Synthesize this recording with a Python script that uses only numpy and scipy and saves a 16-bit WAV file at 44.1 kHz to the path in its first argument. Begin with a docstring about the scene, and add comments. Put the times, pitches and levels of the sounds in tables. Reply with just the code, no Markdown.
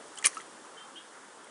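"""Boot in flooded mud

A rubber boot presses into mud under shallow water. A few mud films and bubbles tick, trapped air
bursts out in one short, bright squelch, and the water closes with a plop and some drips.
A small bird chirps twice far off, over a faint outdoor rush."""
import sys
import numpy as np
from scipy import signal
from scipy.fft import rfft, irfft
from scipy.io import wavfile

SR = 44100
rng = np.random.default_rng(int(sys.argv[2]) if len(sys.argv) > 2 else 0)


def transcribe(signal):
    """Save signal, clipped to [-1, 1], as a 16-bit WAV file at the path in sys.argv[1]."""
    frames = np.atleast_2d(signal).T
    limited = np.clip(frames, -1, 1)
    pcm = np.round(limited * 32767).astype(np.int16)
    wavfile.write(sys.argv[1], SR, pcm)


N = 66150
T = np.arange(N) / SR

# Spectrum of spray and mud crackle: freq_hz, gain_db
WET_SPECTRUM = [(100, -20), (260, -7.5), (480, -1.5), (700, -16.5), (1200, -1.5), (2200, 3.5), (3300, 1),
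                (4500, -1.5), (6300, 0.5), (7700, 2.5), (10000, 2), (12000, 1.5)]


def undb(db):
    """Decibels to gain."""
    return 10 ** (np.asarray(db) / 20)


def unit(x):
    """Scale to rms 1."""
    return x / np.sqrt(np.mean(x ** 2))


def colour(x, points):
    """Minimum-phase filter through (freq_hz, gain_db) points."""
    hz, db = np.array(points).T
    freq_hz = np.maximum(np.fft.rfftfreq(2 * N, 1 / SR), 1)
    gain = undb(np.interp(np.log(freq_hz), np.log(hz), db))
    cepstrum = irfft(np.log(gain))
    cepstrum[1:N] *= 2
    cepstrum[N + 1:] = 0
    return irfft(rfft(x, 2 * N) * np.exp(rfft(cepstrum)))[:N]


def wander(bandwidth_hz):
    """Smooth random signal, rms 1."""
    lowpass = np.exp(-(np.fft.rfftfreq(N, 1 / SR) / bandwidth_hz) ** 2)
    return unit(irfft(rfft(rng.standard_normal(N)) * lowpass, N))


def since(start_s):
    """Seconds since an event, zero before it."""
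    return np.maximum(T - start_s, 0)


def echoes(x, t60_s):
    """Diffuse reflections: a decaying noise tail of unit energy."""
    tail = rng.standard_normal(N) * np.exp(-np.log(1000) * T / t60_s)
    return signal.fftconvolve(x, tail / np.linalg.norm(tail))[:N]


def outdoor_rush():
    """A distant rush wavers in four bands and slowly eases, with a smooth hiss on top."""
    # Rush spectrum: freq_hz, gain_db
    spectrum = [(24, -71), (40, -41), (97, -24), (162, -12.5), (289, -3), (450, -2), (542, -3.5),
                (609, -3.5), (668, -6.5), (786, -2), (992, -1.5), (1140, -2), (1250, -1.5), (1770, -6),
                (2400, -15), (3330, -12.5), (4010, -17), (8840, -13.5), (10400, -16.5), (13500, -64),
                (22000, -120)]
    level_db, fade_db_per_s, flicker_db = -50.5, 2, 1.5
    edges_hz = [180, 360, 720, 1400, 2400]
    freq_hz = np.fft.rfftfreq(N, 1 / SR)
    noise = colour(rng.standard_normal(N), spectrum)
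    out = noise.copy()
    for low_hz, high_hz in zip(edges_hz, edges_hz[1:]):
        band = irfft(rfft(noise) * (freq_hz >= low_hz) * (freq_hz < high_hz), N)
        out += band * (undb(flicker_db * wander(11)) - 1)
    return unit(out) * undb(level_db - fade_db_per_s * (T - T.mean()))


def film_snaps():
    """A bursting film of wet mud rings for a few cycles and throws a wisp of spray."""
    # Mud films: start_s, pitch_hz, level_db
    films = [(.0825, 8700, -39), (.1573, 8400, -34.5), (0.1708, 8300, -36), (0.1742, 5230, -35),
             (.1766, 7400, -33), (0.1856, 8400, -27.5), (0.1879, 7400, -26), (0.217, 6800, -39),
             (.2260, 7700, -31), (0.2428, 6170, -17), (0.2515, 6100, -20.5), (.2529, 8600, -31),
             (0.255, 8700, -22), (0.2565, 6550, -11.5), (0.2609, 9740, -3.5), (0.2682, 6140, -20),
             (.2687, 6750, -11.5), (.2690, 9930, -9), (0.268, 9300, -13), (0.2714, 8700, -12.5),
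             (0.2743, 8800, -21), (0.347, 9600, -34.5), (0.377, 6400, -32), (.4090, 6940, -39),
             (.4155, 9900, -37.5), (1.4450, 9100, -40)]
    rise_s, spray_decay_s, spray_db = 0.00023, 0.00058, -12.5
    rings, spray_env = np.zeros(N), np.zeros(N)
    for start_s, pitch_hz, level_db in films:
        t = since(start_s)
        env = (t / rise_s * np.exp(1 - t / rise_s)) ** 2
        rings += undb(level_db) * env * np.sin(2 * np.pi * pitch_hz * t)
        spray_env += undb(level_db) * (t > 0) * np.exp(-t / spray_decay_s)
    spray = unit(colour(rng.standard_normal(N), WET_SPECTRUM))
    return rings + undb(spray_db) * spray_env * spray


def mud_crackle():
    """Tiny bursts follow the pressure as mud squeezes past the sole."""
    # Pressure swells: peak_s, attack_s, release_s, level_db
    squeezes = [(0.184, .012, 0.0081, -53.5), (0.255, 0.009, .011, -20), (.375, 0.066, 0.038, -49.5)]
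    bursts_per_s, spread_db = 3500, 5
    onsets = rng.random(N) < bursts_per_s / SR
    polarity = np.sign(rng.standard_normal(N))
    bursts = onsets * polarity * undb(spread_db * rng.standard_normal(N))
    pressure = np.zeros(N)
    for peak_s, attack_s, release_s, level_db in squeezes:
        swell = np.exp(-(np.maximum(peak_s - T, 0) / attack_s) ** 2)
        pressure += undb(level_db) * swell * np.exp(-since(peak_s) / release_s)
    return pressure * unit(colour(bursts, WET_SPECTRUM))


def bubbles():
    """Each air pocket rings briefly and rises in pitch as it surfaces."""
    # Air pockets: start_s, pitch_hz, level_db, decay_ms
    pockets = [(.1748, 3000, -40.5, 3.9), (0.1876, 3300, -38.5, 3.6), (0.2268, 1970, -33.5, 1.5),
               (.2440, 1770, -23.5, 1.8), (0.2449, 2440, -20.5, 0.65), (.2464, 3170, -16, 0.42),
               (0.25, 2190, -20, 0.89), (0.2524, 2217, -19, 2.9), (0.2579, 3020, -33, 0.53),
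               (0.2651, 1940, -30, 1.5), (.2683, 1200, -27, 2.5), (0.269, 2120, -20, 0.61),
               (.2713, 1670, -27, 0.37), (.3310, 1840, -41, 2.5), (.3458, 5790, -42.5, 2.3),
               (0.369, 2640, -39, 1.3), (0.3698, 1267, -30.5, 7.4), (0.4012, 1990, -36.5, 1.6),
               (.4055, 3300, -42.5, 1.2), (0.4162, 1860, -43, 1.7), (1.4442, 3140, -50.5, 1.5),
               (1.4730, 2050, -47.5, 3)]
    attack_s, rise_per_decay = 0.00031, 0.02
    out = np.zeros(N)
    for start_s, pitch_hz, level_db, decay_ms in pockets:
        t = since(start_s)
        decays = t * 1000 / decay_ms
        env = (1 - np.exp(-t / attack_s)) * np.exp(-decays)
        phase = 2 * np.pi * pitch_hz * t * (1 + rise_per_decay * decays / 2)
        out += undb(level_db) * env / env.max() * np.sin(phase)
    return out


def sole_thud(start_s=0.36, pitch_hz=270, level_db=-58, decay_s=0.009):
    """The hollow under the sole gives a soft, low knock."""
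    t = since(start_s)
    return undb(level_db) * np.exp(-t / decay_s) * np.sin(2 * np.pi * pitch_hz * t)


def bird():
    """Each whistle glides up, breaks into a fast trill and echoes in the open."""
    # Calls: start_s, length_s, low_hz, top_hz, level_db, trill_rad
    chirps = [(.770, 0.063, 3023, 3156, -49, 0.6), (0.955, 0.036, 2755, 3287, -44.5, 0.87)]
    glide_s, attack_s, fade_s, release_s = 0.00784, 0.0048, 0.068, 0.012
    out = np.zeros(N)
    for start_s, length_s, low_hz, top_hz, level_db, trill_rad in chirps:
        t = since(start_s)
        glide = 1 - np.exp(-t / glide_s)
        pitch_hz = (low_hz + (top_hz - low_hz) * glide) * (1 + 0.0081 * wander(125))
        trill_hz = 385 * (1 + 0.079 * wander(84))
        trill = trill_rad * glide ** 2 * np.sin(2 * np.pi * np.cumsum(trill_hz) / SR)
        env = np.minimum(t / attack_s, 1) * np.exp(-t / fade_s - since(start_s + length_s) / release_s)
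        out += undb(level_db) * env * np.sin(2 * np.pi * np.cumsum(pitch_hz) / SR + trill)
    return out + undb(-1) * echoes(out, t60_s=0.3)


def scene():
    """The step, scattered by boots, water and banks, with the bird and the rush. Mono."""
    # Reflection response: freq_hz, gain_db
    scatter = [(100, -8), (1200, 2), (2500, 1), (6000, 6), (11000, -3)]
    step = bubbles() + film_snaps() + mud_crackle() + sole_thud()
    scattered = colour(step, scatter)
    near = undb(-8) * echoes(scattered, t60_s=0.045)
    far = undb(-25) * echoes(scattered, t60_s=0.45)
    return (step + near + far + bird() + outdoor_rush())[None]


def record(dry):
    """Steep low-pass on the top treble."""
    cutoff_hz = 10600
    lowpass = signal.firwin(601, cutoff_hz, fs=SR, window="blackman")
    return signal.fftconvolve(dry, lowpass[None], mode="same")


dry = scene()
out = record(dry)
transcribe(out)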